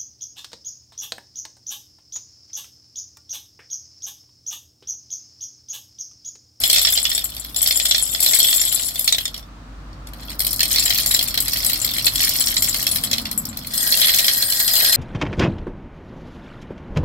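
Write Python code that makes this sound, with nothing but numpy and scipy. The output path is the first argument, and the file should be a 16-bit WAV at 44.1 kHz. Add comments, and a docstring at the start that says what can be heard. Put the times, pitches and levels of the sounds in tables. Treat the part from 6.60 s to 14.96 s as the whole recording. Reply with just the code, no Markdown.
"""Smooth pebbles slide out of a glass jar into a concrete bowl on a porch: a first pour in surges, a near-pause
of a few touches, a second pour, then a third with pebbles rattling along the bare jar wall.
Touches are noise bursts through resonances; jar and bowl are banks of decaying modes; the porch adds a short tail.
Throughout, a far engine (a gliding sine, lower by the end) drones and traffic (coloured noise) murmurs;
a car hums past at 6.7 s, just before the third pour."""
import sys
import numpy as np
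from scipy import signal
from scipy.fft import rfft, irfft, next_fast_len
from scipy.io import wavfile
from scipy.ndimage import map_coordinates

SR = 44100
rng = np.random.default_rng(int(sys.argv[2]) if len(sys.argv) > 2 else 0)


def dump_mix(stems):
    """Bounce the given channels to the path in sys.argv[1] as a 16-bit WAV at rate SR."""
    frames = np.atleast_2d(stems).T  # one column per channel
    limited = np.clip(frames, -1, 1)  # hard clip at full scale
    pcm = np.round(limited * 32767).astype(np.int16)
    wavfile.write(sys.argv[1], SR, pcm)


N = 368676
TIME = np.arange(N) / SR

# Pebbles skid along the wall of the nearly empty jar. Each row: start, swell, hold and dying in seconds,
# relative level in dB.
SKIDS = [(7.03, 0.17, 0.52, 1.5, -28), (7.55, 0.73, .2, .4, -21.5)]


def drops():
    """Every hard landing and the weaker hop after it: times in seconds, clack dB, tick dB."""
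    # Each row: time in seconds, relative clack level in dB, relative bright tick level in dB.
    landings = [(0.0354, -3.5, -15), (0.0977, -2.5, -14), (0.1296, -4, -11), (0.159, -3.5, -22),
                (0.182, -3.5, -27), (0.214, -10.5, -18), (0.2483, -2.5, -35), (0.2699, -4.5, -35),
                (0.3222, -29, -16), (0.3744, -3.5, -34), (0.4519, -4, -29), (0.5147, -9, -42),
                (0.5482, -13, -22), (0.577, -9.5, -21), (0.6405, -33, -20), (0.765, -22, -29.5),
                (0.798, -43, -33), (0.8457, -28, -31), (0.944, -22, -31), (0.961, -12.5, -25),
                (1.0271, -15.5, -11.5), (1.06, -8, -27), (1.073, -10, -13), (1.1079, -4, -20),
                (1.1722, -19, -14), (1.1977, -8, -35), (1.2536, -6, -18), (1.3098, -0.5, -25),
                (1.3452, -3.5, -36), (1.3798, -9.5, -19), (1.5468, -9.5, -33), (1.6034, -29, -13),
                (1.631, -21, -14), (1.661, -3, -21), (1.7328, -4.5, -23), (1.8003, -4, -23),
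                (1.8425, -8.5, -18), (1.927, -7, -32), (1.96, -26, -25), (2.0134, -8, -16),
                (2.124, -15, -17), (2.284, -21, -23), (2.356, -17, -25), (2.3924, -21, -13.5),
                (2.4438, -31, -20.5), (2.476, -1.5, -18), (2.5236, -0.5, -22), (2.582, -9, -24),
                (2.6537, -9.5, -29), (2.7417, -18.5, -34), (2.777, -24.5, -37.5), (2.826, -36, -63),
                (3.3288, -39, -65), (3.47, -32.5, -37), (3.5333, -30.5, -39.5), (3.7924, -22, -18),
                (3.8023, -12.5, -15.5), (3.8463, -18, -18.5), (3.8664, -15, -15), (3.929, -18, -17),
                (3.9927, -11.5, -24), (4.0044, -4, -15), (4.0298, -7.5, -13.5), (4.1134, -17, -17),
                (4.1587, -5, -24), (4.182, -4, -26), (4.2584, -10, -24), (4.3031, -4.5, -19),
                (4.383, -9, -18), (4.46, -13, -14), (4.5107, -9, -24), (4.5451, -5.5, -12),
                (4.5906, -4, -21), (4.626, -19, -14), (4.6824, -16.5, -21.5), (4.741, -14.5, -21),
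                (4.7748, -6, -20), (4.803, -32, -14), (4.88, -15.5, -17.5), (4.9322, -9, -22.5),
                (4.9696, -16, -22), (5.0464, -17, -15.5), (5.0633, -16, -16), (5.0963, -12.5, -16),
                (5.131, -10, -17), (5.246, -15, -13), (5.2763, -16, -31), (5.3351, -19, -26),
                (5.3817, -11, -19), (5.4442, -11, -20), (5.4654, -1.5, -15), (5.5553, -10, -18),
                (5.6027, -10, -27), (5.6368, -8.5, -35), (5.691, -14, -16), (5.81, -29, -25),
                (5.8696, -7.5, -34), (5.9657, -5, -34), (6.0214, -14, -15), (6.043, -12, -18),
                (6.093, -23, -18), (6.1435, -11.5, -20), (6.2254, -20, -19), (6.2662, -6, -15),
                (6.313, -14, -27), (6.358, -11, -16), (6.436, -14, -17.5), (6.5126, -11, -22),
                (6.5296, -5, -24), (6.5806, -11, -25), (6.6538, -14.5, -37), (6.7126, -19, -21),
                (6.777, -35, -32), (6.8525, -31.5, -23.5), (6.9707, -23, -24.5), (7.069, -24.5, -25),
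                (7.136, -17.5, -24), (7.1737, -27, -25), (7.2735, -21, -15), (7.3215, -3.5, -33),
                (7.3712, -17, -15), (7.4144, -4, -15), (7.4438, -6.5, -18), (7.4904, -4.5, -33),
                (7.5432, -9.5, -14), (7.5915, -6.5, -21), (7.643, -9, -20), (7.6804, -2, -21),
                (7.8229, -6.5, -19), (7.9214, -10, -20), (7.9997, -11, -14), (8.078, -8.5, -16),
                (8.1534, -13, -13), (8.2009, -10, -17), (8.2454, -7.5, -19), (8.3274, -10, -19)]
    clack_gain_db, tick_gain_db = -3.5, 4.5
    rebound_s, rebound_loss_db, rebound_scatter = 0.014, 8.5, 0.3   # scatter: log-normal sigma
    s, clack_db, tick_db = np.transpose(landings)
    first = np.stack([s, clack_db + clack_gain_db, tick_db + tick_gain_db])
    hop_s = rebound_s * np.exp(rebound_scatter * rng.standard_normal(len(s)))
    rebound = np.vstack([s + hop_s, first[1:] - rebound_loss_db])
    return np.hstack([first, rebound])


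def tumble(column, spread_db):
    """Small touches inside the slipping mass; column 0 clacks, 1 ticks, 2 rings the jar."""
    # Each row: start, swell, hold and dying in seconds, relative levels of clacks, ticks and jar ring in dB.
    surges = [ (-.05, 0.029, .26, .75, -18.5, -22.5, -22.5), (.55, 0.11, .25, .1, -37.5, -40.5, -55),
              (0.93, 0.054, 0.44, .6, -26, -30, -20.5), (1.56, 0.059, 0.3, .85, -19, -22, -14),
              (2.35, .05, 0.085, 0.44, -33, -31, -45), (3.5, .19, 0.036, 0.065, -32.5, -36, -58),
              (3.77, 0.034, 0.16, .08, -35, -27, -55), (3.95, 0.13, 0.28, .8, -21, -22.5, -41),
              (4.6, 0.28, 1.45, .7, -25, -27.5, -39), (5.52, 0.085, .22, 0.23, -22.5, -21, -40),
              (6.75, 0.22, .15, 0.11, -35, -44.5, -60), (7.06, .12, 1.2, .1, -25, -20, -27),
              (7.15, 0.21, .2, .4, -17, -24, -29), (8.0, 0.17, .2, .2, -18, -19.5, -33), ]
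    return shower(surges, column, per_s=130, spread_db=spread_db)


def clacks(s, clack_db):
    """Pebbles of many sizes drop on the heap, over a clatter of smaller shifts."""
    # Pebble landing in the bowl. Each row: resonance in Hz, width in Hz of each of two equal passes,
    # relative near-side level in dB, relative far-side level in dB.
    clack_modes = [(2122, 1050, -9, -4.5), (2630, 130, -8.5, -5.5), (3296, 420, 4, 2.5),
                   (3550, 110, 9, -2.5), (4246, 444, 4, 9), (5264, 644, 1, 1), (7230, 3200, -8.5, -10.5)]
    loud = contacts(s, clack_db, clack_modes, build_s=0.0025, scatter_s=0.009, tail_db=-7,
                    size_spread=0.032, vary_db=3)
    times, db = tumble(column=0, spread_db=9.5)
    small = contacts(times, db - 3, clack_modes, build_s=0.002, scatter_s=0.017, tail_db=-7,
                     size_spread=0.039, vary_db=4)
    return loud + small


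def ticks(s, tick_db):
    """Hard, glancing touches excite the high resonances and give the bright edge."""
    # Glancing touch. Each row: resonance in Hz, width in Hz of each of two equal passes,
    # relative near-side level in dB, relative far-side level in dB.
    tick_modes = [(5080, 1400, -7.5, -2.5), (7480, 3500, -8.5, -4), (8450, 1100, -4.5, -4.5),
                  (9510, 660, -5, -2), (11530, 1100, 4, 4.5), (12660, 2300, 0.5, -0.5),
                  (14500, 2900, -6, -2.5)]
    loud = contacts(s, tick_db, tick_modes, build_s=0.0026, scatter_s=0.009, tail_db=-4,
                    size_spread=0.012, vary_db=3)
    times, db = tumble(column=1, spread_db=9.5)
    small = contacts(times, db + 0.5, tick_modes, build_s=0.0015, scatter_s=0.021, tail_db=0,
                     size_spread=0.013, vary_db=6.5)
    return loud + small


def jar():
    """Glass modes ping under single strikes, shimmer under the sliding mass and rattle when nearly empty."""
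    # Pebble strikes the jar. Each row: time in seconds, ping level in dB.
    jar_strikes = [(0.1356, -14.5), (0.2224, -15), (0.3376, -11.5), (0.4289, -13.5), (0.494, -18),
                   (0.5502, -14), (0.643, -16.5), (0.797, -23), (0.964, -15), (1.0171, -10), (1.1584, -12),
                   (1.2523, -17), (1.4254, -9), (1.536, -16.5), (1.6278, -13), (1.7474, -9), (1.788, -8),
                   (1.8296, -10), (1.8919, -15), (2.0014, -14), (2.0525, -10.5), (2.1458, -9),
                   (2.2274, -19), (2.4431, -18), (4.1972, -12.5), (4.2542, -13), (4.4693, -18), (4.51, -12),
                   (4.5408, -11.5), (4.6764, -20.5), (4.8028, -18), (5.0634, -10.5), (5.216, -14.5),
                   (5.456, -11), (5.5578, -18), (5.6477, -22), (5.8065, -9), (5.9755, -14.5), (6.0224, -12),
                   (6.0865, -14), (6.3127, -12), (6.4427, -18.5), (6.7768, -12.5), (6.8884, -26)]
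    # Modes of the jar. Each row: frequency in Hz, relative level in dB, t60 in seconds.
    jar_modes = [(7310, -1, 0.11), (7673, 0, 0.056), (7900, -26.5, 0.045), (8000, 2.5, 0.07),
                 (9820, -0.5, 0.062), (12800, -24, 0.042), (12600, -4, .1), (14680, -14, .07)]
    # Modes of its bare wall. Each row: frequency in Hz, relative level in dB, t60 in seconds.
    wall_modes = [(1637, -6.5, 0.043), (1898, -4.5, 0.048), (3320, -36, 0.061), (4170, -1.5, 0.17),
                  (4950, 3.5, 0.076), (7270, -23, 0.052), (8600, -4, 0.044), (8710, -2.5, 0.18),
                  (10594, -10.5, 0.17), (12600, -9, 0.048), (11526, 8.5, .06)]
    s, ring_db = np.transpose(jar_strikes)
    times, db = tumble(column=2, spread_db=9.5)
    ring = modal(np.hstack([s, times]), np.hstack([ring_db, db - 6.5]), jar_modes,
                 vary_db=4.5, waver_s=0.00005)
    times, db = shower(SKIDS, column=0, per_s=240, spread_db=4)
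    rattle = modal(times, db - 3.5, wall_modes, vary_db=7, waver_s=0.00008)
    return ring + rattle


def bowl(s, clack_db, tick_db):
    """The heavy bowl answers each pebble with a short, soft thud; the heap cushions the hardest blows."""
    # Dull modes of the bowl and its air. Each row: frequency in Hz, relative level in dB,
    # t60 in seconds (modal() holds it to at least 5 ms).
    bowl_modes = [(520, -26.5, 0.0042), (620, -3.5, 0.028), (695, -0.5, 0.027), (1250, -4, 0.016)]
    times, db = tumble(column=0, spread_db=5)
    blow_db = np.hstack([np.maximum(clack_db, tick_db - 4), db - 4])
    cushioned_db = 0.7 * blow_db   # compresses the level range
    skid_s, skid_db = shower(SKIDS, column=0, per_s=130, spread_db=5)
    thud_db = np.hstack([cushioned_db - 23, skid_db - 13.5])
    return modal(np.hstack([s, times, skid_s]), thud_db, bowl_modes, vary_db=15, waver_s=0.0001)


def shower(surges, column, per_s, spread_db):
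    """Uneven small touches (times, dB); surges swell, hold and die away, and overlaps add in power."""
    count = int(N / SR * per_s)
    slip, strength = rng.random((count, 2)).T
    times = (np.arange(count) + slip) / per_s   # one touch per slot
    power = 1e-12
    for start, swell, hold, dying, *levels_db in surges:
        corners_s = start + np.cumsum([0, swell, hold, dying])
        speed = np.interp(times, corners_s, [0, 1, 1, 0])
        power = power + (from_db(levels_db[column]) * speed ** 2) ** 2
    return times, 10 * np.log10(power) + spread_db * (2 * strength - 1)


def contacts(times, level_db, modes, build_s, scatter_s, tail_db, size_spread, vary_db, size=640):
    """Each contact rings a pebble of its own size and scatters round the bowl; level: energy over 6 ms."""
    # Where the stream lands. Each row: time in seconds, position from 0 (near side) to 1 (far side).
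    aim = [(2.8, 0.041), (3.6, 1), (6.6, 0.78), (7.1, 0.67)]
    count, t, hz = len(times), np.arange(size) / SR, np.fft.rfftfreq(size, 1 / SR)

    # reflections crowd in for a few ms, then thin out
    crowd = t / (build_s * np.exp(0.2 * rng.standard_normal((count, 1))))
    fade = np.cos(np.pi / 2 * t / t[-1])
    late = from_db(tail_db) * np.exp(-t / scatter_s) * fade
    arrivals = np.minimum(0.25 + crowd, 1) * (np.exp(-crowd ** 2 / 2) + late)
    shared, left, right = rfft(rng.standard_normal((3, count, size)) * arrivals)

    # long waves reach both ears alike; the right ear hears them a little later
    apart = 1.17 * hz / (hz + 1200)
    lag_s = 0.000393 + 0.00011 * rng.standard_normal((count, 1))
    delayed = shared * np.exp(-2j * np.pi * hz * lag_s)
    paths = np.stack([shared + apart * left, delayed + apart * right]) / np.sqrt(1 + apart ** 2)

    far = np.interp(times, *np.transpose(aim))[:, None]
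    pitch = np.exp(size_spread * rng.standard_normal((count, 1)))
    body = 0
    for centre_hz, width_hz, near_db, far_db in modes:
        peak = hz * width_hz / (hz * width_hz + 1j * (hz ** 2 - (centre_hz * pitch) ** 2))
        db = near_db + far * (far_db - near_db) + vary_db * rng.standard_normal((count, 1))
        sign = rng.choice([-1, 1], (count, 1))
        body = body + peak * peak * from_db(db) * sign
    hits = irfft(paths * body)

    power = np.mean(np.sum(hits ** 2, axis=2), axis=0) / (0.006 * SR)
    hits = hits * (from_db(level_db) / np.sqrt(power))[:, None]
    at = (np.maximum(times, 0) * SR).astype(int)[:, None] + np.arange(size)
    return np.stack([np.bincount(at.ravel(), side.ravel(), N)[:N] for side in hits])


def modal(times, level_db, modes, vary_db, waver_s):
    """Each blow shares its energy among decaying modes in its own way; the shifting load wavers the pitch."""
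    at, out = np.clip((times * SR).astype(int), 0, N - 1), np.zeros((2, N))
    usual = from_db(np.array(modes)[:, 1])
    shares = usual * from_db(vary_db * rng.standard_normal((len(at), len(modes))))
    shares = shares * np.linalg.norm(usual) / np.linalg.norm(shares, axis=1, keepdims=True)
    for (hz, _, t60_s), share in zip(modes, shares.T):
        r = from_db(-60 / (max(t60_s, 0.005) * SR))
        w = 2 * np.pi * hz / SR
        for side in out:
            # each ear hears the blow by a slightly different path
            path_samples = rng.integers(0, 16, len(at))
            clicks = np.bincount(at + path_samples, from_db(level_db) * share, N)[:N]
            side += signal.lfilter([0, np.sin(w)], [1, -2 * r * np.cos(w), r * r], clicks + 1e-18)
    load = signal.resample(rng.standard_normal(200), N)
    read_at = (TIME + waver_s * load) * SR
    return np.stack([map_coordinates(side, [read_at]) for side in out])


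def porch(x, t60_s=0.12, level_db=-7.5, dull_hz=9000, gap_s=0.0026):
    """A short diffuse tail from the table, floor and house wall: convolution with decaying, dulled noise."""
    t = TIME[:SR // 2]
    tail = rng.standard_normal((2, len(t))) * from_db(-60 * t / t60_s) * (t > gap_s)
    dull = np.exp(-2 * np.pi * dull_hz / SR)
    tail = signal.lfilter([1 - dull], [1, -dull], tail)
    tail = tail / np.sqrt(np.sum(tail ** 2, axis=1, keepdims=True))
    return from_db(level_db) * signal.fftconvolve(x, tail, axes=1)[:, :N]


def ports(x):
    """Two microphone ports hear the pour differently: weights left and right at constant summed power gain."""
    # Each row: frequency in Hz, left minus right in dB.
    balance = [(300, 2), (650, -2), (1200, 3.5), (1800, -1), (2400, 2), (3300, 1), (4400, -2.5),
               (5600, -2.5), (6900, 10.5), (8600, 9.5), (10000, 22), (11400, -0.5), (12700, 3), (13400, 5),
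               (14300, 7.5), (15500, 11)]
    size = next_fast_len(N + 2048)
    ratio = from_db(at_hz(balance, np.fft.rfftfreq(size, 1 / SR)))
    right = np.sqrt(2 / (1 + ratio ** 2))
    return irfft(rfft(x, size) * np.stack([right * ratio, right]), size)[:, :N]


def engine():
    """A far engine drone: one sine whose pitch wanders and ends lower."""
    # Each row: time in seconds, frequency in Hz, relative level in dB.
    track = [(0.0, 56.13, -45), (1.58, 55.4, -44), (1.65, 53.34, -49), (2.51, 48.8, -47),
             (3.12, 48.84, -39), (3.91, 51.9, -40), (5.66, 46.1, -43.5), (5.98, 42, -49), (6.47, 38.5, -51),
             (7.17, 37.25, -48), (8.36, 36.06, -61)]
    hz, db = in_time(track)
    return np.sqrt(2) * from_db(db + 4) * np.sin(2 * np.pi * np.cumsum(hz) / SR)


def traffic():
    """Traffic beyond the garden: rumble, murmur and tyre noise under one moving level."""
    # Each row: time in seconds, level in dB applied to the sum of the three parts.
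    level = [(0.0, -45), (0.23, -48), (2.51, -47.5), (3.68, -41.5), (6.22, -40), (6.63, -39), (7.15, -44.5),
             (8.36, -46)]
    # Spectra. Each row: frequency in Hz, relative level in dB per Hz.
    rumble = [(20, -25), (40, 5.5), (70, 4), (120, 4), (170, -1.5), (260, -28.5), (500, -46.5)]
    murmur = [(90, -17.5), (150, -2), (230, 9.5), (310, 7.5), (390, -11.5), (600, -34), (2000, -63)]
    tyres = [(250, -20), (400, -6), (550, -2), (850, -3), (1200, 1), (1700, -6.5), (3000, -22),
             (8000, -35.5)]
    road = from_db(3.5) * noise(rumble) + from_db(-0.5) * noise(murmur) + noise(tyres)
    return from_db(in_time(level)) * road


def passing_car(nearest_s=6.7, half_s=0.39, peak_db=-35):
    """A car hums past: low noise that swells and falls, at half amplitude half_s from its nearest moment."""
    # Each row: frequency in Hz, relative level in dB per Hz.
    hum = [(100, -34), (140, -1), (190, 0), (230, 6.5), (275, -4), (340, -32), (900, -55.5)]
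    nearness = 1 / (1 + ((TIME - nearest_s) / half_s) ** 2)
    return from_db(peak_db) * nearness * noise(hum)


def faint_air():
    """Steady faint air: coloured noise."""
    # Each row: frequency in Hz, relative level in dB per Hz.
    air = [(200, -7), (600, 0), (1200, -15), (2500, -2.5), (4500, -4), (8000, -13), (11500, -26),
           (16000, -41)]
    return from_db(-51.5) * noise(air)


def noise(spectrum):
    """Stereo noise of a given colour at unit power, alike on both sides in the bass."""
    # Each row: frequency in Hz, left-right correlation from 0 to 1.
    likeness = [(100, 0.96), (250, 0.97), (500, 0.76), (1000, 0), (3000, 0)]
    hz = np.fft.rfftfreq(N, 1 / SR)
    mid, side = rfft(rng.standard_normal((2, N)))
    alike = np.clip(at_hz(likeness, hz), 0, 1)
    both = np.sqrt(1 + alike) * mid + np.sqrt(1 - alike) * side * [[1], [-1]]
    x = irfft(both * from_db(at_hz(spectrum, hz)), N)
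    return x / np.sqrt(np.mean(x ** 2) + 1e-20)


def from_db(db):
    """Decibels to gain."""
    return 10 ** (np.asarray(db) / 20)


def in_time(rows):
    """Columns of a curve, sample by sample; the first and last values hold."""
    s, *columns = np.transpose(rows)
    return [np.interp(TIME, s, c) for c in columns]


def at_hz(points, hz):
    """Read a spectrum on a log-frequency axis."""
    f, value = np.transpose(points)
    return np.interp(np.log(hz + 1), np.log(f), value)


def scene():
    """The pour close by, the street behind."""
    s, clack_db, tick_db = drops()
    pour = clacks(s, clack_db) + ticks(s, tick_db) + jar() + bowl(s, clack_db, tick_db)
    street = engine() + traffic() + passing_car() + faint_air()
    return ports(pour + porch(pour)) + street


def record(dry, cutoff_hz=15850):
    """A tanh scales the level and rounds the tallest peaks; a steep low-pass cuts the top."""
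    rounded = 0.94 * np.tanh(dry / 1.377)
    low_pass = signal.ellip(12, 0.2, 80, cutoff_hz, fs=SR, output="sos")   # order, ripple dB, stop dB
    return signal.sosfilt(low_pass, rounded)


dry = scene()
out = record(dry)
dump_mix(out)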